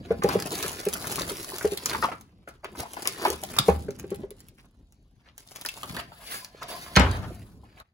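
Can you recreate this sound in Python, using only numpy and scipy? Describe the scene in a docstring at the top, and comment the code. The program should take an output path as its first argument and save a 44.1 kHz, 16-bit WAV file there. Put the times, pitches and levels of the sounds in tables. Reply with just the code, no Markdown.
"""A hand pulls a stiff plastic food packet out of a wooden door rack in a home kitchen: the film crackles and snaps,
packet and boxes bump, and the hollow rack knocks and sways. The packet is lifted clear, turned and carried off.
Near the end the door catch rattles, the cupboard door bangs shut and shudders; last of all the level drops.
Film and wood are made from ringing clicks and shaped noise; two close microphone ports hear them."""
import sys
import numpy as np
from scipy import signal
from scipy.fft import rfft, irfft
from scipy.io import wavfile

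SR = 44100
rng = np.random.default_rng(int(sys.argv[2]) if len(sys.argv) > 2 else 0)


def unload_audio(sound):
    """Save the sound as a 16-bit wav file, at the path given as the first command line argument."""
    columns = np.transpose(np.atleast_2d(sound))
    # keep every value between -1 and 1, then stretch to whole-number steps
    steps = np.round(np.clip(columns, -1, 1) * 32767)
    wavfile.write(sys.argv[1], SR, steps.astype(np.int16))


def amplitude_ratio(level_db):
    """Convert a level in decibels to the matching linear amplitude (field) ratio."""
    exponent = np.asarray(level_db, float) / 20
    return 10 ** exponent


N = 349983


def rms_one(x):
    """Scale a sound to an average (rms) strength of 1."""
    return x / np.sqrt(np.mean(x ** 2) + 1e-20)


def at_hz(points, hz):
    """Read a curve of (f/Hz, value) between its points, on a logarithmic pitch scale."""
    f, value = np.array(points).T
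    return np.interp(np.log(hz + 1), np.log(f), value)


def colour(x, points):
    """Shape a steady signal by a dB spectrum."""
    gain = amplitude_ratio(at_hz(points, np.fft.rfftfreq(N, 1 / SR)))
    return irfft(rfft(x) * gain, N)


def drift(rate_hz):
    """Slow random wandering with spread 1, made by smoothing noise twice."""
    r = np.exp(-2 * np.pi * rate_hz / SR)
    settling = 9000   # samples thrown away while the filter starts up
    wander = signal.lfilter([1], [1, -2 * r, r * r], rng.standard_normal(N + settling))
    return rms_one(wander[settling:])


def ring(clicks, hz, t60):
    """Each unit click starts a sine of height 1 that dies by 60 dB in t60 seconds."""
    r, w = amplitude_ratio(-60 / (t60 * SR)), 2 * np.pi * hz / SR
    return signal.lfilter([0, np.sin(w)], [1, -2 * r * np.cos(w), r * r], clicks + 1e-18)


def band(x, low_hz, high_hz):
    """Keep only the pitches between two limits."""
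    sos = signal.butter(2, [low_hz, min(high_hz, .45 * SR)], "band", fs=SR, output="sos")
    return signal.sosfilt(sos, x)


def add(out, s, piece):
    """Mix a piece into out, starting at s seconds."""
    i = max(round(s * SR), 0)
    out[i:i + len(piece)] += piece[:N - i]


def humps(peak_s, rise_s, fall_s, db):
    """Gain of humps that climb and drop 20 dB in the given times (signs ignored); their powers add."""
    since = np.arange(0, N + 64, 64) / SR - peak_s[:, None]
    rise, fall = np.abs(rise_s)[:, None], np.abs(fall_s)[:, None]
    away = np.where(since < 0, -since / rise, since / fall)
    gain = np.linalg.norm(amplitude_ratio(db[:, None] - 20 * away), axis=0)
    return np.interp(np.arange(N) / 64, np.arange(len(gain)), gain)


def grains(per_s, spread_db, low_hz, high_hz, cycles, clumps):
    """Tiny buckles at random moments, in clumps, each ringing one small facet for a few cycles."""
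    sizes = amplitude_ratio(spread_db * np.minimum(rng.exponential(1, N), 5)) * rng.choice([-1, 1], N)
    clicks = sizes * (rng.random(N) < per_s * clumps / SR)
    facet = rng.integers(0, 12, N)
    pitches = np.geomspace(low_hz, high_hz, 12)
    return rms_one(sum(ring(clicks * (facet == k), hz, cycles / hz) for k, hz in enumerate(pitches)))


def bursts(events, cycles, width_octaves, broad_db, broad_ms, tail_db, tail_ms, low_hz, high_hz, rise_ms, firm):
    """Each event is a short ring round its own pitch plus a broad crack with a longer, weaker tail."""
    out, t = np.zeros(N), np.arange(2600) / SR
    ms = t * 1000
    for (s, db, hz), noise in zip(events, rng.standard_normal((len(events), 2, 2600))):
        blow = noise[0] * np.exp(-t * hz / cycles)
        blow[round(rise_ms * SR / 1000)] += firm   # the contact itself, against the scuffle round it
        tone = band(blow, hz * 2 ** -width_octaves, hz * 2 ** width_octaves)
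        fade = amplitude_ratio(broad_db) * np.exp(-ms / broad_ms) + amplitude_ratio(tail_db) * np.exp(-ms / tail_ms)
        crack = band(noise[1] * fade, low_hz, high_hz)
        rise = (1 - np.exp(-ms / rise_ms)) * np.cos(np.pi / 2 * t / t[-1])   # and a smooth end
        add(out, s - rise_ms / 1000, amplitude_ratio(db) * rise * (tone / np.abs(tone).max() + crack))
    return out


def background():
    """Steady kitchen air and microphone hiss: noise given a fixed spectrum."""
    # spectrum of the air and hiss: f/Hz, relative level/dB
    floor = [(18, -28.5), (30, 19.5), (179, -3), (450, -28.5), (850, -17.5), (1400, -31.5), (4190, -23),
             (7270, -32), (8740, -54.5), (10800, -34), (16000, -65)]
    floor_db = -59.5   # overall rms level
    return amplitude_ratio(floor_db) * rms_one(colour(rng.standard_normal(N), floor))


def door():
    """Contacts of catch and frame strike the door's modes (own pitches); a shudder of noise bands follows."""
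    # contacts of the door shutting: t/s, peak level/dB, centre f/Hz
    slam = [(6.956, -12.5, 2410), (6.962, -6, 4770), (6.963, -0.5, 2440), (6.967, -11, 338),
            (6.97, 0.5, 1930), (6.969, -13.5, 111.4), (6.979, -16.5, 158), (6.997, -8.5, 5140),
            (7.001, -13, 496), (7.01, -12, 930), (7.113, -21, 4970)]
    # pitches at which the door rings: f/Hz, level/dB before a common cut of 35 dB, time to die 60 dB/s
    modes = [(65.4, -5, 0.35), (90.4, -20, 0.8), (192, -12.5, 0.2), (266, -19.5, 0.35), (402, -20.5, 0.57),
             (540, -18, 0.2), (1028, -18.5, 0.22), (1340, -15, 0.1), (1930, -7, 0.075), (2530, -21.5, .15)]
    # shudder of door and cupboard contents: f/Hz, starting level/dB, time to die 60 dB/s
    shudder = [(70, -30, 1.3), (176, -24.5, 0.55), (400, -24.5, 0.42), (1039, -23, 0.63),
               (2300, -23.5, 0.41)]
    bang_s, rattle_db = 6.966, 2   # start of the shudder; its unevenness
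    blows, t = np.zeros(N), np.arange(1800) / SR
    for (s, db, hz), noise in zip(slam, rng.standard_normal((len(slam), 1800))):
        noise[0] += 8.0   # the contact itself
        contact = band(noise * np.exp(-t / .003), hz / 1.8, hz * 1.8)
        add(blows, s, amplitude_ratio(db) * contact / np.abs(contact).max())
    out = blows + sum(amplitude_ratio(level_db - 35) * ring(blows, hz, t60) for hz, level_db, t60 in modes)
    since = np.arange(N) / SR - bang_s
    for hz, level_db, t60 in shudder:
        noise = rms_one(band(rng.standard_normal(N), hz / 1.6, hz * 1.6))
        fading_db = level_db + rattle_db * drift(12) - 60 * np.maximum(since, 0) / t60
        out += noise * (since > 0) * amplitude_ratio(fading_db)
    return out


def sway():
    """Rack, hand and steps heave and settle: a low rumble that swells and sinks."""
    # heaves: peak t/s, time to rise or settle 20 dB/s, level/dB
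    heaves = [(0.0, 0.06, -42), (0.3, 0.5, -38), (1.2, 0.42, -42), (1.999, 0.28, -43.5), (2.789, 0.13, -49),
              (3.8, 0.65, -41.5), (4.2, 0.12, -44), (5.95, 0.15, -42.5), (7.199, 0.53, -43)]
    still_db = -72   # always present
    s, settle, db = np.transpose(heaves)
    rumble = rms_one(band(rng.standard_normal(N), 50, 260)) * amplitude_ratio(2.0 * drift(12))
    return (humps(s, settle, settle, db) + amplitude_ratio(still_db)) * rumble


def rack():
    """Each knock swells through three resonances of the hollow and sets the wood ringing, never quite alike."""
    # the rack knocking on its door: t/s, level/dB, base pitch of the hollow f/Hz
    knocks = [(0.111, -14.5, 450), (0.247, -11, 440), (0.358, -12, 432), (0.648, -27.5, 400),
              (0.871, -18, 413), (1.317, -28.5, 420), (1.538, -32.5, 374), (1.651, -15.5, 440),
              (1.725, -23.5, 400), (3.28, -23.5, 400), (3.306, -23.5, 403), (3.689, -6.5, 447),
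              (3.889, -24.5, 426), (4.045, -32, 399), (4.121, -23.5, 415), (4.238, -30.5, 411),
              (4.314, -39.5, 416)]
    # pitches at which the wood rings: f/Hz, relative level/dB, time to die 60 dB/s
    wood = [(76, -18, 0.45), (188, -7, 0.088), (803.8, -13, 0.2)]
    scuffle_db, scuffle_t60_s, scratch_db = -27, 0.08, 21   # uneven contact after each blow; gain of its own sound
    hollow_t60_s, longer_per_db = 0.015, 0.09   # the hollow rings longer after a gentle blow
    upper_ratio, upper_db = 1.35, -10.5   # a second, higher air mode
    wood_per_db = 0.5   # hard blows wake the wood more than the hollow
    length = SR // 2
    out, click = np.zeros(N), np.eye(1, length)[0]
    modes = np.array([amplitude_ratio(db) * band(ring(click, hz, t60), hz / 1.25, hz * 1.4) for hz, db, t60 in wood])
    scuffle_gain = amplitude_ratio(scuffle_db - 60 * np.arange(length) / SR / scuffle_t60_s)
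    for s, db, hz in knocks:
        scuffle = rng.standard_normal(length) * scuffle_gain
        last_t60 = hollow_t60_s * (1 - longer_per_db * db)   # the last stage is lower and lingers

        def swell(f):
            first = ring(click + scuffle, f * 1.12, hollow_t60_s)
            second = ring(first, f * 1.03, hollow_t60_s)
            return ring(second, f * .95, last_t60)

        low, high = swell(hz), swell(hz * upper_ratio)
        hollow = low / low.max() + amplitude_ratio(upper_db) * high / high.max()
        scratch = amplitude_ratio(scratch_db) * band(scuffle, 550, 1900)
        chance_db = 3.5 * rng.standard_normal(len(wood))
        ringing = amplitude_ratio(chance_db + wood_per_db * db) @ modes
        add(out, s - .006, amplitude_ratio(db) * (hollow + scratch + ringing))
    return out


def thuds():
    """Dull heavy contacts: very short, wide rings with little crack."""
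    # contacts: t/s, level/dB, centre f/Hz
    contacts = [(0.457, -23.5, 412), (1.125, -27.5, 357), (1.212, -18.5, 400), (2.78, -36, 114),
                (3.595, -22, 136), (5.903, -31.5, 136), (6.12, -29, 1040), (6.548, -36.5, 536),
                (7.308, -29.5, 265)]
    return bursts(contacts, 1.8, 0.54, broad_db=-13, broad_ms=8.0, tail_db=-23.5, tail_ms=30.0,
                  low_hz=90, high_hz=1400, rise_ms=3.1, firm=4.9)


def bumps():
    """The packet bumps boxes and wood: short middle-pitched rings with a dull scatter of noise."""
    # bumps: t/s, level/dB, centre f/Hz
    contacts = [(0.221, -17.5, 1210), (0.29, -16.5, 1170), (0.955, -20, 1250), (1.043, -23.5, 1670),
                (1.182, -15, 1060), (1.611, -24, 1680), (1.931, -16, 1250), (1.948, -13, 1040),
                (2.027, -11.5, 1410), (2.042, -13.5, 1010), (2.085, -23.5, 740), (2.117, -17, 1190),
                (2.475, -35, 592), (2.476, -26.5, 1440), (2.638, -38, 600), (2.646, -31.5, 1070),
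                (2.83, -30, 800), (2.855, -33.5, 850), (2.969, -21, 830), (3.055, -17.5, 2150),
                (3.074, -20, 2130), (3.252, -14, 810), (3.272, -19.5, 1122), (3.431, -30, 656),
                (3.565, -21.5, 1110), (3.585, -10.5, 1100), (3.689, -12, 875), (5.652, -23, 1620),
                (5.832, -23, 1070), (5.969, -17, 1710), (7.635, -44, 853), (7.801, -34.5, 1220)]
    return bursts(contacts, 7.3, 0.25, broad_db=-5.0, broad_ms=9.5, tail_db=-14, tail_ms=30.0,
                  low_hz=230, high_hz=2000, rise_ms=2.2, firm=6.0)


def snaps():
    """Creases in the film snap over: a sharp ring with a bright, very brief crack."""
    # snapping creases: t/s, level/dB, centre f/Hz
    creases = [(0.2364, -17, 6760), (0.2892, -16.5, 4930), (0.401, -20, 6560), (0.4233, -20, 4900),
               (0.5067, -24.5, 4430), (0.5889, -22, 6500), (0.627, -14, 4460), (0.853, -20, 11200),
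               (0.8869, -17, 7700), (0.9393, -11.5, 10400), (1.071, -17.5, 7200), (1.1169, -19, 10300),
               (1.158, -16.5, 11000), (1.2186, -18, 4100), (1.5838, -18, 10600), (1.7744, -16, 4470),
               (1.8587, -6.5, 6140), (1.8966, -17, 4030), (1.933, -19.5, 3260), (2.2109, -33.5, 10700),
               (2.6449, -30.5, 2530), (2.9342, -25.5, 10000), (3.0545, -28, 4630), (3.0739, -7, 9400),
               (3.25, -18, 4370), (3.2829, -24, 4770), (3.3024, -14, 7500), (3.4361, -18.5, 7730),
               (3.5663, -25, 4650), (3.5872, -2.5, 3930), (3.907, -31, 6900), (3.989, -35, 10000),
               (3.9973, -25.5, 6600), (4.1046, -30, 6900), (4.146, -30, 11000), (4.159, -33, 10500),
               (4.3061, -31.5, 10200), (4.4044, -35, 9630), (4.4853, -36.5, 10240), (4.9236, -46.5, 10130),
               (5.3797, -28.5, 10750), (5.5603, -24.5, 10500), (5.6126, -24.5, 7100), (5.6501, -22, 11100),
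               (5.661, -15, 4400), (5.688, -18.5, 2660), (5.8321, -23.5, 3470), (5.9663, -22.5, 3950),
               (5.99, -38, 7100), (6.4467, -24.5, 4600), (6.63, -26.5, 3500), (7.3489, -40.5, 8940),
               (7.8004, -38, 3420)]
    return bursts(creases, 5.0, 0.25, broad_db=1.0, broad_ms=.55, tail_db=-13, tail_ms=7.0,
                  low_hz=1000, high_hz=15000, rise_ms=.35, firm=4.0)


def movements():
    """Gains of film and body (a changing grip plus grabs and squeezes), and the share of creasing."""
    # hand on packet and door: t/s, grip level/dB, creasing rather than sliding/0-1
    grip = [(0.2, -74, 0.7), (0.23, -43, 0.84), (2.02, -39, 0.8), (2.25, -68.5, .8), (2.42, -96, 0.9),
            (2.9, -50, .82), (3.7, -41.5, .84), (3.88, -60, 1), (4.3, -66, 1), (4.75, -78.5, 1),
            (5.34, -82.5, 0.8), (5.39, -56, 1), (5.62, -47, 0.95), (5.95, -41.5, 0.6), (6.17, -58.5, .1),
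            (6.59, -56, 0.13), (6.68, -50, 0.2), (6.93, -42.5, 0.3), (7.24, -45, .3), (7.45, -55, 0.7),
            (7.79, -83, 0.7)]
    # sudden grabs and taps: t/s, time to die 20 dB/s (sign ignored), film level/dB, body level/dB
    grabs = [(0.0, -2.4, -67, -52), (0.231, 0.59, -43, -34.5), (0.934, 0.02, -28.5, -50),
             (2.037, -0.03, -56.5, -32), (2.479, 0.06, -52, -55.5), (2.643, 0.08, -70, -43),
             (2.958, 0.44, -50.5, -46.5), (3.428, 0.2244, -43.5, -47), (4.587, 0.07, -56, -51.5),
             (6.617, 0.36, -76.5, -41), (6.685, 0.43, -41, -39.5)]
    # squeezes and strokes: peak t/s, time to swell 20 dB/s (sign ignored), film level/dB, body level/dB
    squeezes = [(0.548, 0.08, -34, -34), (0.619, 0.34, -33, -36.5), (1.165, 0.33, -33.5, -40.5),
                (1.4, 0.47, -37, -44.5), (1.898, 0.23, -42, -41), (2.8, 0.07, -37.5, -37),
                (3.074, 0.2, -39.5, -44), (3.27, 0.11, -32, -30.5), (3.719, 0.1, -46.5, -47),
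                (4.13, 0.61, -60.5, -61), (5.269, -0.1, -79.5, -59.5), (5.996, 0.04, -40, -32.5),
                (6.292, -0.18, -48, -44.5), (6.346, 0.14, -36.5, -37.5), (7.781, 0.22, -69.5, -57)]
    slide_dulls_db, grip_body_db = -17.5, -15   # film lost in pure sliding; body lost in pure creasing
    grab_rise_s, fade_per_swell = 0.0092, 0.83   # 20 dB rise of a grab; fading time against swelling time
    t, grip_db, crisp = np.transpose(grip)
    grip_db, crisp = [np.interp(np.arange(N) / SR, t, column) for column in (grip_db, crisp)]
    crisp = np.clip(crisp, 0, 1)
    grab_s, die, *grab_db = np.transpose(grabs)
    peak_s, swell, *squeeze_db = np.transpose(squeezes)

    def together(grip_level, grab_level, squeeze_level):
        grabbed = humps(grab_s, np.full_like(die, grab_rise_s), die, grab_level)
        squeezed = humps(peak_s, swell, fade_per_swell * swell, squeeze_level)
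        return np.sqrt(amplitude_ratio(grip_level) ** 2 + grabbed ** 2 + squeezed ** 2)

    film = together(grip_db + slide_dulls_db * (1 - crisp), grab_db[0], squeeze_db[0])
    body = together(grip_db + grip_body_db * crisp, grab_db[1], squeeze_db[1])
    return film, body, crisp


def handling():
    """Film and filled body crackle when creased and swish when sliding; the same finger movements clump both."""
    # sound of sliding against creasing: f/Hz, relative level/dB
    swish = [(1000, -0.5), (4800, 0.5), (6500, -4.5), (10200, -0.5), (15700, 2)]
    # spectrum of the film: f/Hz, relative level/dB
    film_shape = [(500, -11), (2500, -12), (4700, -5.5), (6500, -6), (10000, -2), (13000, -8.5),
                  (15700, -9), (16800, -38.5)]
    # what a sliding hand sets singing in the wood: f/Hz, level against the body/dB
    rub_modes = [(700, -10.5), (1020, -9), (1700, -10.5), (4680, -13)]
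    rub_t60_s = 0.039
    jostle_db, leaves_rack_s = -3.5, 3.75   # the packet jostles the hollow rack until it is lifted clear
    film_gain, body_gain, crisp = movements()
    creasing, sliding = np.sqrt(crisp), np.sqrt(1 - crisp)
    clumps = amplitude_ratio(6.8 * drift(30))

    crackle = creasing * grains(4000, 5.6, 1400, 19000, 1.7, clumps)
    crackle += sliding * rms_one(colour(rng.standard_normal(N), swish))
    fits = amplitude_ratio(2.2 * drift(20))   # creases give way in fits and starts
    film = rms_one(fits * colour(crackle, film_shape))

    rustle = creasing * grains(900, 4.2, 515, 4500, 4.0, clumps) + sliding * rng.standard_normal(N)
    body = rms_one(fits * band(rustle, 860, 4500))

    stroke = rng.standard_normal(N)
    rub = sliding * sum(amplitude_ratio(level_db + 4.0 * drift(6)) * rms_one(ring(stroke, hz, rub_t60_s))
                        for hz, level_db in rub_modes)

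    jostle = rms_one(band(grains(300, 2.5, 330, 430, 9.8, clumps), 250, 600))
    jostle *= np.arange(N) < leaves_rack_s * SR
    return film_gain * film + body_gain * (body + rub + amplitude_ratio(jostle_db) * jostle)


def kitchen(x):
    """The room's reflections: a dull dying tail, unrelated in the two ports."""
    kitchen_t60_s, kitchen_db = 0.26, -15
    t = np.arange(SR // 2) / SR
    tail = band(rng.standard_normal((2, SR // 2)), 480, 6200) * amplitude_ratio(-60 * t / kitchen_t60_s) * (t > .006)
    tail = amplitude_ratio(kitchen_db) * tail / np.sqrt(np.mean(np.sum(tail ** 2, axis=1)))
    return signal.fftconvolve(x[None], tail, axes=1)[:, :N]


def ports(x):
    """Both ports get the direct sound, the treble with a fixed lag, plus close reflections of their own."""
    # share of the sound's power that reaches both ports alike: f/Hz, share/0-1
    alike_points = [(60, 0.85), (150, 0.45), (300, 0.95), (520, 0.97), (800, 0.18), (5000, 0.06),
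                    (7800, 0.985), (16000, .99)]
    port_lag_s, in_phase_hz = 1 / 4800, 6200   # the lag acts above this pitch
    cupboard_t60_s = 0.046
    hop, size = 2048, 8192
    hz, t = np.fft.rfftfreq(size, 1 / SR), np.arange(hop) / SR
    alike = np.clip(at_hz(alike_points, hz), 0, 1)
    turn = np.pi * port_lag_s * np.maximum(hz - in_phase_hz, 0) * np.array([[-1], [1]])
    margin = np.exp(-2j * np.pi * hz * hop / SR)   # one hop of room for the lag, taken off below
    direct = np.sqrt(alike) * np.exp(1j * turn) * margin
    padded, out = np.pad(x, (hop, 3 * hop)), np.zeros((2, N + 3 * size))
    window = signal.windows.hann(2 * hop, sym=False)
    for i in range(0, N + hop, hop):   # close reflections are drawn afresh every hop, so no fixed colour stands out
        near = rng.standard_normal((2, hop)) * amplitude_ratio(-60 * t / cupboard_t60_s)
        near[[0, 1], rng.integers(0, 24, 2)] += 14.0   # a strong first arrival with a random lag
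        near = rfft(near / np.sqrt(np.mean(np.sum(near ** 2, axis=1))), size)
        piece = rfft(padded[i:i + 2 * hop] * window, size)
        out[:, i:i + size] += irfft(piece * (direct + np.sqrt(1 - alike) * near * margin), size)
    return out[:, 2 * hop:2 * hop + N]


def scene():
    """All sources sound together, reach the two ports directly and by way of the room, and sink at the end."""
    quiet_from_s, quiet_db = 7.82, -14
    dry = background() + door() + sway() + rack() + thuds() + bumps() + snaps() + handling()
    sink = np.clip((np.arange(N) / SR - quiet_from_s) / 0.013, 0, 1)
    balance = amplitude_ratio([[.4], [-.4]])   # the first port is slightly louder
    return (ports(dry) + kitchen(dry)) * amplitude_ratio(quiet_db * sink) * balance


def top_cut(x):
    """Nothing passes above the cut-off."""
    return signal.sosfilt(signal.butter(12, 17150, fs=SR, output="sos"), x)


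def record(dry):
    """The deepest bass is cut, the loudest peaks are rounded, then the top is cut."""
    top_hz = 16600
    cut = signal.sosfilt(signal.butter(3, 48, "high", fs=SR, output="sos"), dry)
    rounded = 1.083 * np.tanh(cut / 1.018)
    finished = signal.sosfilt(signal.cheby2(10, 28, top_hz, fs=SR, output="sos"), rounded)
    return top_cut(finished)


dry = scene()
out = record(dry)
unload_audio(out)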